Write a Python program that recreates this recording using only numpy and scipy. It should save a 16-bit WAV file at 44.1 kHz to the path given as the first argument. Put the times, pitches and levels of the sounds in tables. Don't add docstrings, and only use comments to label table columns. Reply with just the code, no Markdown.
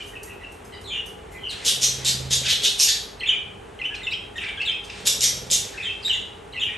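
import sys
import numpy as np
from scipy import signal
from scipy.fft import rfft, irfft, next_fast_len
from scipy.io import wavfile
from scipy.ndimage import uniform_filter1d

SR = 44100
rng = np.random.default_rng(int(sys.argv[2]) if len(sys.argv) > 2 else 0)


def natural_amplitude(level_db):
    exponent = np.asarray(level_db, float) / 20
    return 10 ** exponent


def materialize(psi):
    bounded = np.clip(np.atleast_2d(psi).T, -1, 1)
    quanta = np.round(bounded * 32767).astype(np.int16)
    wavfile.write(sys.argv[1], SR, quanta)


N = 298557


def shape(x, table):
    hz, db = np.transpose(table)
    size = next_fast_len(x.shape[-1])
    axis_hz = np.arange(size // 2 + 1) * SR / size + 1
    gain = natural_amplitude(np.interp(np.log(axis_hz), np.log(hz), db))
    return irfft(rfft(x, size) * gain, size)[..., :x.shape[-1]]


def level(x, db):
    return x * natural_amplitude(db) / np.sqrt(np.mean(x ** 2))


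def band(x, hz, width_hz):
    return signal.lfilter(*signal.iirpeak(hz, hz / width_hz, fs=SR), x)


def wander(size, rate_hz):
    k = max(int(SR / rate_hz), 1)
    x = uniform_filter1d(uniform_filter1d(rng.standard_normal(size), k), k)
    return x / x.std()


def add(out, x, start_s):
    i = max(int(start_s * SR), 0)
    out[i:i + len(x)] += x[:len(out) - i]


def whistles(notes):
    bright_hz, deep_hz = 3250, 2250
    out = np.zeros(N)
    for start_s, ms, hz0, hz1, db in notes:
        u = np.linspace(0, 1, int(ms * SR / 1000) + 90)
        flutter = wander(4096, 400)[:len(u)]
        husk = wander(4096, 1800)[:len(u)]
        throb_hz, throb_start = 170 + 120 * rng.random(), rng.random()
        hz = (hz0 + (hz1 - hz0) * u ** 0.802) * (1 + 0.028 * flutter)
        phase = 2 * np.pi * np.cumsum(hz) / SR
        if min(hz0, hz1) > bright_hz:
            over = natural_amplitude(-14)
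        elif max(hz0, hz1) < deep_hz:
            over = natural_amplitude(-17.5)
        else:
            over = natural_amplitude(-30)
        tone = np.sin(phase) + over * np.sin(2 * phase) + natural_amplitude(-11) * over * np.sin(3 * phase)
        rim = natural_amplitude(-24) * husk * np.sin(.8 * phase)
        throb = 1 + .22 * np.cos(2 * np.pi * (throb_hz * u * ms / 1000 + throb_start))
        edge = np.minimum(u * (ms + 2) / 3.5, (1 - u) / .25)
        swell = np.sin(np.pi / 2 * np.clip(edge, 0, 1)) ** 2
        add(out, natural_amplitude(db + 3.5 + 0.5 * flutter) * swell * throb * (tone + rim), start_s - .001)
    return out


def sing(motif, times):
    notes = []
    for start_s, pace, key_hz, db in times:
        key = key_hz / 3000
        for at_ms, ms, hz0, hz1, note_db in motif:
            notes.append((start_s + at_ms * pace / 1000, ms * pace, hz0 * key, hz1 * key, db + note_db))
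    return notes


# start_s, length_ms, start_hz, end_hz, level_db
FREE_NOTES = [(3.21, 4.7, 3000, 3300, -34.5), (0, 19, 2465, 2300, -45), (.004, 28, 3050, 2950, -38.5),
              (.734, 21, 4720, 4750, -53.5), (0.722, 38, 3050, 2900, -48), (.722, 32, 4120, 3800, -53),
              (.72, 34, 2050, 1895, -49.5), (.84, 30, 4150, 3730, -45), (.873, 85, 3537, 3410, -40),
              (.895, 50, 3406, 2960, -35.5), (.901, 45, 2420, 2480, -41), (.933, 62, 3000, 2880, -33),
              (1.318, 63, 2060, 1956, -49), (1.35, 25, 2440, 2360, -48), (1.406, 20, 3200, 3040, -51),
              (1.432, 47, 3100, 2877, -34.5), (1.493, 19.5, 4470, 3620, -35),
              (3.197, 13, 4260, 4140, -42.5), (3.257, 13, 2220, 3720, -32.5), (3.837, 19.4, 2270, 3180, -34),
          (3.853, 15.6, 2970, 3003, -29), (3.904, 42, 1667, 1674, -48), (3.94, 11, 3010, 2400, -34),
          (3.958, 14, 3980, 3960, -47), (4.016, 14, 2020, 2110, -44.5), (4.031, 32, 3710, 3380, -42.5),
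          (4.063, 17, 1920, 2230, -44), (4.068, 18.4, 2760, 2700, -29.5), (4.108, 24.5, 3960, 3660, -42.5),
          (4.114, 13, 4530, 5100, -52), (4.121, 7.7, 2465, 2510, -29.5), (4.126, 20.3, 2563, 3220, -33.5),
          (4.136, 10, 3080, 3170, -33), (4.356, 26, 1820, 1850, -38.5), (4.357, 25, 3700, 3550, -45),
          (4.38, 10, 3350, 2540, -30), (4.406, 19, 2880, 2480, -48), (4.43, 14, 2800, 2300, -44),
          (4.462, 30, 2370, 2254, -36.5), (4.489, 14, 2900, 3120, -42), (4.541, 22, 2280, 2060, -50),
              (4.895, 14, 5300, 5200, -56), (6.556, 22.5, 4370, 3550, -56), (4.573, 15, 3600, 3050, -37.5),
           (4.574, 36, 1553, 1740, -45), (4.894, 6.4, 2570, 2660, -42), (5.74, 15.5, 1950, 1420, -43),
           (5.797, 14, 2510, 2470, -33.5), (6.027, 18.6, 5490, 3720, -41), (6.048, 27.4, 3633, 3830, -26.5),
           (6.076, 9.4, 1970, 1830, -47), (6.095, 27, 3003, 2783, -22.5), (6.129, 15.7, 3805, 3430, -27),
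           (6.143, 15, 2150, 1890, -42), (6.524, 9.5, 3930, 4130, -46), (6.563, 5.7, 2840, 2600, -34),
           (6.688, 14, 1900, 1910, -38), (6.744, 16, 2010, 3080, -49.5)]
FLICKS = [(1.484, 10, 4900, 4700, -48), (4.588, 10, 3200, 3300, -40), (4.603, 24, 2720, 2640, -30),
          (4.617, 6, 2800, 3150, -36), (4.631, 9, 3100, 2600, -30), (4.612, 16, 2250, 2050, -42),
          (4.689, 10, 3250, 3100, -26), (4.706, 7, 2700, 1900, -38), (4.726, 5, 3100, 2400, -30),
          (4.714, 10, 5000, 5100, -50), (5.78, 8, 2550, 1950, -39), (5.851, 9, 3300, 3150, -31),
          (5.812, 8, 2500, 2000, -43), (5.879, 20, 2650, 2700, -36), (.318, 7, 2750, 2500, -44),
          (1.381, 14, 3100, 3000, -52)]
# offset_ms, length_ms, start_hz, end_hz, level_db
CHEEP = [
    (-23.5, 17, 1950, 1930, -7),
    (0, 19.7, 2950, 2500, -0.5),
]
OPENING = [
    (0, 1.6, 2840, 2940, -4),
    (5.09, 22.6, 2100, 1950, -13),
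    (26, 13, 2760, 2520, -2),
]
CREST = [
    (-18, 21.6, 3400, 3660, -9.5),
    (-2.5, 13, 3500, 3050, -2),
    (3.5, 23, 3060, 2950, 0.5),
    (36, 47, 2450, 2370, -12.5),
]
SLIDE = [
    (-75.5, 10, 2600, 2640, -7.5),
    (-21, 22, 3620, 3720, -11),
    (0.5, 31.8, 3480, 2980, -2),
    (42, 24, 2550, 2600, -8),
]
# start_s, stretch, key_hz, level_db
CHEEP_TIMES = [
    (.154, 0.9, 2956, -39.5),
    (0.294, 0.96, 2955, -42),
    (0.434, 1.07, 3070, -40),
]
OPENING_TIMES = [
    (3.207, 0.96, 2922, -27.5),
    (3.79, 0.92, 3057, -29.5),
    (6.535, 1.42, 3022, -29.5),
]
CREST_TIMES = [
    (3.288, .85, 2989, -21),
    (6.615, 1.08, 3050, -24.5),
]
SLIDE_TIMES = [
    (4.673, 0.98, 3020, -26),
    (5.848, 0.97, 2986, -27.5),
]


def chatter():
    motifs = sing(CHEEP, CHEEP_TIMES) + sing(OPENING, OPENING_TIMES)
    motifs += sing(CREST, CREST_TIMES) + sing(SLIDE, SLIDE_TIMES)
    return whistles(FREE_NOTES + motifs + FLICKS)


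def squawks(calls, mouth):
    out = np.zeros(N)
    for start_s, ms, hz0, hz1, db, tilt_db in calls:
        u = np.linspace(0, 1, int(ms * SR / 1000))
        shake, uneven, size = (wander(8192, rate)[:len(u)] for rate in (450, 120, 160))
        breath = 1.7 * rng.standard_normal(len(u))
        throb = np.cumsum(205 * (1 + .2 * uneven)) / SR % 1
        bend = 1 + .06 * shake + .11 * uneven + .14 * (.5 - throb)
        half_phase = np.pi * np.cumsum((hz0 + (hz1 - hz0) * u) * bend) / SR
        stack = sum((.55 if k % 2 else 1) * np.cos(k * half_phase + k * k) for k in range(1, 9))
        gate = (.45 + .4 * u + np.sin(np.pi * throb ** .6) ** 3) * natural_amplitude(2.1 * size)
        effort = np.clip(np.minimum((u / .62) ** 1.25, (1 - u) / .3), 0, 1)
        voiced = shape((stack + breath) * gate, mouth)
        call = shape(voiced, [(1500, -tilt_db), (12000, 2 * tilt_db)])
        add(out, level(call, db) * effort, start_s)
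    return out


# start_s, length_ms, start_hz, level_db, brightness_db_per_octave
SQUAWKS = [(1.496, 24, 3870, -39, 5), (1.636, 69.5, 3260, -18.5, 3), (1.806, 50, 3050, -17.5, 3.5),
           (2.036, 67, 3595, -21.5, 2), (2.296, 53.6, 3385, -18.5, 1.6), (2.427, 55, 2836, -24.5, -8),
           (2.464, 58, 3516, -19.5, -1.5), (2.615, 52, 3586, -19, 0), (2.772, 68.5, 2990, -16.5, 3),
           (2.85, 60, 2947, -19.5, -1.5), (5.048, 42, 3290, -19, 4.2), (5.197, 65.5, 3104, -19, 3),
           (5.493, 59, 3310, -19, 5.5)]
# start_s, length_ms, level_db
SCOLDS = [
    (.226, 15.6, -36.5),
    (0.515, 12.2, -43.5),
    (.64, 18.4, -45.5),
    (.804, 17, -46),
    (1.052, 19.1, -42.5),
    (1.305, 36, -49),
    (6.602, 55, -54),
]
# start_s, length_ms, start_hz, level_db, brightness_db_per_octave
GRUNTS = [
    (0, 120, 2980, -52, 15),
    (3.939, 22.6, 3300, -40, -9),
    (4.094, 19, 4870, -48, -13),
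    (4.355, 32, 3550, -46.5, 3),
    (4.424, 32.6, 2380, -35, -18),
    (4.485, 25, 2570, -58, -26),
    (4.601, 27, 2520, -51, 3),
    (4.831, 33, 3080, -47.5, 2),
    (4.894, 12.7, 2700, -35.5, -12.5),
    (6.071, 18, 3490, -35, -11),
]
# start_s, length_ms, start_hz, level_db
RASPS = [(3.291, 70, 2800, -42), (5.21, 50, 2190, -36), (5.509, 77, 2150, -49), (0.901, 82, 3330, -41),
         (1.5, 42, 3640, -39), (3.257, 30, 2130, -43), (3.828, 42, 2460, -42), (3.956, 58, 2560, -45),
         (4.095, 50.7, 2420, -50), (4.39, 53, 2500, -34.5), (4.445, 69.6, 1933, -36),
         (4.629, 91, 2254, -41.5), (5.789, 101, 2167, -38.5), (6.08, 80, 2050, -48), (6.575, 61, 2250, -48),
         (6.69, 69, 2175, -40)]
# pitch_hz, gain_db
BEAK = [(590, -66), (1000, -59), (1330, -29.5), (1610, -17.5), (2040, -12), (3330, -4.5), (5600, -3),
        (8850, -11), (10200, -10.5), (11300, -12.5), (12700, -21.5), (16500, -29), (22000, -120)]
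THROAT = [(900, -34), (1500, -9), (2400, -1.5), (3600, -2.5), (4300, -37), (9000, -17), (13000, -54)]


def harsh_calls():
    rise, sag = 1.09, .94
    beak = [(s, ms, hz, hz * rise, db, tilt_db) for s, ms, hz, db, tilt_db in SQUAWKS]
    beak += [(s, ms, 3050, 3050, db, 14.5) for s, ms, db in SCOLDS]
    beak += [(s, ms, hz, hz * sag, db, tilt_db) for s, ms, hz, db, tilt_db in GRUNTS]
    throat = [(s, ms, hz, hz * sag, db, -2) for s, ms, hz, db in RASPS]
    return squawks(beak, BEAK) + squawks(throat, THROAT)


# start_s, peak_db, centre_hz
SNAPS = [(1.6546, -15, 3580), (1.6604, -13, 3450), (1.665, -12, 3440), (1.6724, -10, 3360),
         (1.8198, -8, 6540), (1.8204, -4, 6420), (1.8305, 0, 5900), (2.0477, -6, 7450), (2.0534, -5, 3710),
         (2.06, -7, 4060), (2.063, -6, 3640), (2.3076, -11, 3290), (2.3156, -13, 5900), (2.316, -7, 3690),
         (2.4358, -12, 2900), (2.4828, -4, 3570), (2.6212, -9, 3110), (2.6337, -6, 3390),
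         (2.7924, -15, 8650), (2.799, 3, 5700), (5.056, -19, 3550), (5.0644, -16, 3400), (5.0704, -8, 3800),
         (5.0751, -6, 3420), (5.2071, -4, 5970), (5.2175, -1, 6760), (5.235, -4, 5420), (5.5014, -14, 3550),
         (5.5059, -11, 4880), (5.5129, 0, 7100)]


def snaps():
    out, t = np.zeros(N), np.arange(600) / SR
    for start_s, db, hz in SNAPS:
        rush = rng.standard_normal(600) * np.exp(-t / 0.003)
        ring = band(rush, hz, 900)
        snap = ring / np.abs(ring).max() + natural_amplitude(-2.5) * shape(rush, BEAK)
        add(out, natural_amplitude(db - 10.5) * snap, start_s)
    return out


# start_s,
# length_ms, start_hz, end_hz, level_db
GAPES = [(1.655, 44, 3300, 3450, -24), (1.665, 37, 8700, 8200, -29), (1.815, 51, 6400, 5800, -22.5),
         (1.83, 26, 3200, 3300, -27.5), (2.055, 68, 3500, 5100, -27), (2.047, 30, 7600, 7800, -29),
         (2.315, 41, 5800, 7400, -26.5), (2.32, 43, 3600, 4200, -25), (2.475, 64, 3800, 3500, -23),
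         (2.63, 45, 3300, 4100, -21), (2.796, 60, 5400, 7200, -25), (2.78, 32, 8800, 8800, -28),
         (2.87, 40, 3800, 5200, -23), (3.0, 55, 10500, 11500, -48.5), (5.056, 40, 3500, 3400, -23),
         (5.083, 26.4, 6100, 5400, -23.5), (5.066, 23, 7600, 7000, -27), (5.215, 62, 7100, 5300, -23.5),
         (5.505, 46, 7500, 5800, -22), (5.51, 46, 3500, 3700, -27), (2.795, 55, 11600, 11200, -30),
         (2.48, 40, 11600, 11300, -35), (4.11, 30, 4700, 5200, -46), (4.425, 35, 3000, 2100, -38),
         (4.485, 30, 2800, 3500, -40), (4.6, 50, 4300, 4600, -48), (5.063, 30, 11700, 11400, -31),
         (5.22, 45, 11800, 11500, -33)]


def gapes():
    width_hz, throb_hz, lump_db = 1500, 210, 4.5
    out = np.zeros(N)
    for start_s, ms, hz0, hz1, db in GAPES:
        u = np.linspace(0, 1, int(ms * SR / 1000))
        a, b, lump, uneven = (wander(8192, rate)[:len(u)] for rate in (width_hz, width_hz, 130, 120))
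        phase = 2 * np.pi * np.cumsum(hz0 + (hz1 - hz0) * u) / SR
        throb = .35 + np.sin(np.pi * np.cumsum(throb_hz * (1 + .2 * uneven)) / SR) ** 2
        carrier = (a + 0.72) * np.cos(phase) + b * np.sin(phase)
        rasp = carrier * throb * natural_amplitude(lump_db * lump)
        swell = np.clip(np.minimum(u / 0.5, (1 - u) / 0.28), 0, 1)
        add(out, level(rasp, db) * swell, start_s)
    return out


# takeoff_s, hardest_s, landing_s, ring_db, swish_db
FLIGHTS = [
    (1.635, 2.223, 2.71, -32, -45),
    (4.992, 5.4, 5.72, -38.5, -45),
]
WING_BEATS = (18.63, 21.4)
# pitch_hz, width_hz, level_db
AIR_MODES = [(74.6, 13, 6.5), (131, 3, 8), (188, 1.6, -5.5)]
# pitch_hz, gain_db
FEATHERS = [(60, -38), (200, 4.5), (300, -9.5), (520, 3.5), (800, -13.5), (1500, -21.5)]


def wings():
    out, t = np.zeros(N), np.arange(N) / SR
    for (up_s, hard_s, down_s, ring_db, swish_db), rate_hz in zip(FLIGHTS, WING_BEATS):
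        beat = rate_hz * t % 1
        puff = np.exp(-beat / 0.0057) * natural_amplitude(2 * wander(N, 7.1))
        push = puff - puff.mean()
        ring = sum(natural_amplitude(db - 10 * np.log10(width)) * band(push, hz, width) for hz, width, db in AIR_MODES)
        swish = shape(np.exp(-beat / .5) * rng.standard_normal(N), FEATHERS)
        flying = uniform_filter1d(1. * ((t > up_s) & (t < down_s)), 4000)
        ease = np.interp(t, [up_s, hard_s, down_s], [1, 0, 1]) ** 1.36
        out += (level(ring, ring_db) * natural_amplitude(-22.5 * ease) + level(swish, swish_db)) * flying
    return out


def paths():
    t60_s, echo_s = 0.5, 0.0313
    t, out = np.arange(int(.9 * SR)) / SR, []
    for _ in range(2):
        sparse = rng.standard_normal((2, len(t))) * natural_amplitude(3.37 * rng.standard_normal((2, len(t))))
        tail = sparse * np.exp(-np.log(1000) * t / t60_s) * np.clip((t - .003) / 0.0011, 0, 1)
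        low = signal.lfilter(*signal.butter(2, 4800, fs=SR), tail)
        tail = low + (tail - low) * np.exp(-t / 0.35)
        tail *= 1 + 0.43 * np.exp(-((t - echo_s) / 0.0008) ** 2)
        out.append(tail * natural_amplitude(3) / np.sqrt(np.sum(tail[0] ** 2)))
    return out


def room(birds):
    hops_hz = .9
    angle = 2 * np.pi * hops_hz * np.arange(N) / SR
    shares = (np.cos(angle), np.sin(angle))
    return sum(signal.fftconvolve((birds * share)[None], tail, axes=1)[:, :N]
               for share, tail in zip(shares, paths()))


# start_s, length_s, level_db
OUTBREAKS = [
    (0, 0.04, -50),
    (1.635, 1, -49.5),
    (3.98, .01, -71),
    (4.61, 0.022, -50),
    (5.062, 0.71, -39),
    (6.083, 0.085, -47.5),
    (6.69, .02, -52),
]
# pitch_hz, gain_db
FLOCK_TONE = [(1200, -6.5), (1900, 1.5), (2900, 3.5), (4200, -0.5), (6500, -7), (9000, -7.5), (11500, -33),
              (12500, -67)]


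def flock():
    gather_db_per_s, hush_db_per_s, quiet_db, top_db = 86, 82, -98, -45
    t, rises = np.arange(N) / SR, []
    for start_s, hold_s, peak_db in OUTBREAKS:
        gather = gather_db_per_s * np.maximum(start_s - t, 0)
        hush = hush_db_per_s * np.maximum(t - start_s - hold_s, 0)
        rises.append(peak_db - gather - hush)
    db = np.clip(np.max(rises, axis=0), quiet_db, top_db)
    murmur = level(shape(rng.standard_normal((2, N)), FLOCK_TONE), 0)
    return murmur * natural_amplitude(db + 5.6 * wander(N, 4.9))


# pitch_hz, gain_db
FLOOR = [(15, -19), (25, -3), (45, 4), (75, -1), (242, -5), (407, -5), (586, -10), (704, -6.5),
         (3030, -16.5), (4840, -29.5), (8370, -26.5), (11200, -26.5), (12700, -54), (16500, -99),
         (22000, -120)]
# pitch_hz, width_hz, level_db
HUM = [(53.5, 11, -56), (91.6, 18, -52), (187.5, 6.5, -60.5), (404, 14, -53), (438, 58, -52),
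       (821, 12, -58.5)]


def background():
    out = level(shape(rng.standard_normal((2, N)), FLOOR), -45.5)
    for hz, width_hz, db in HUM:
        hum = level(band(rng.standard_normal((2, N)), hz, width_hz), db)
        out += hum * natural_amplitude(0.51 * wander(N, 5.1))
    return out


# start_s, level_db
NEARNESS = [(0, 1.5), (.55, -2), (.7, -2.5), (1.3, -1.5), (1.55, 0.5), (3.1, -3), (3.2, 3.5), (4.3, 5),
            (4.36, 0.7), (4.6, 4), (5.7, -1), (6.0, 0.7), (6.5, 1)]
# pitch_hz, side_db
UNLIKE = [(60, -21.5), (200, -12), (350, -3.5), (700, 0.5), (1200, -2), (2100, -12), (3800, -6.5),
          (5800, -15), (6700, -21.5), (12000, -28)]


def scene():
    birds = chatter() + harsh_calls() + snaps() + gapes()
    beats = wings()
    mid, side = room(birds) + flock() + background()
    at_s, near_db = np.transpose(NEARNESS)
    direct = birds * natural_amplitude(np.interp(np.arange(N) / SR, at_s, near_db))
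    mid = mid + direct + beats
    side = shape(side, UNLIKE) - 0.16 * beats
    return np.array([mid + side, mid - side])


def band_limit(x):
    return signal.sosfilt(signal.butter(12, 12860, fs=SR, output="sos"), x)


# pitch_hz, turns
PORT_TURN = [(7450, 0), (7900, .04), (8350, 0), (8750, 0), (9300, -.27), (10230, -.5), (11000, -.72),
             (11700, -.96), (12350, -1.02), (12750, -1.3)]


def record(dry):
    top_hz = 12750
    size = next_fast_len(N)
    turns = np.interp(np.arange(size // 2 + 1) * SR / size, *np.transpose(PORT_TURN))
    right = irfft(rfft(dry[1], size) * np.exp(2j * np.pi * turns), size)[:N]
    droop = shape(np.array([dry[0], right]), [(28, -14), (44, 0), (11040, 0), (top_hz, -7)])
    rounded = np.tanh(1.128 * droop) / 1.112
    cut = signal.ellip(8, .2, 70, top_hz, fs=SR, output="sos")
    return band_limit(signal.sosfilt(cut, rounded))


dry = scene()
out = record(dry)
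materialize(out)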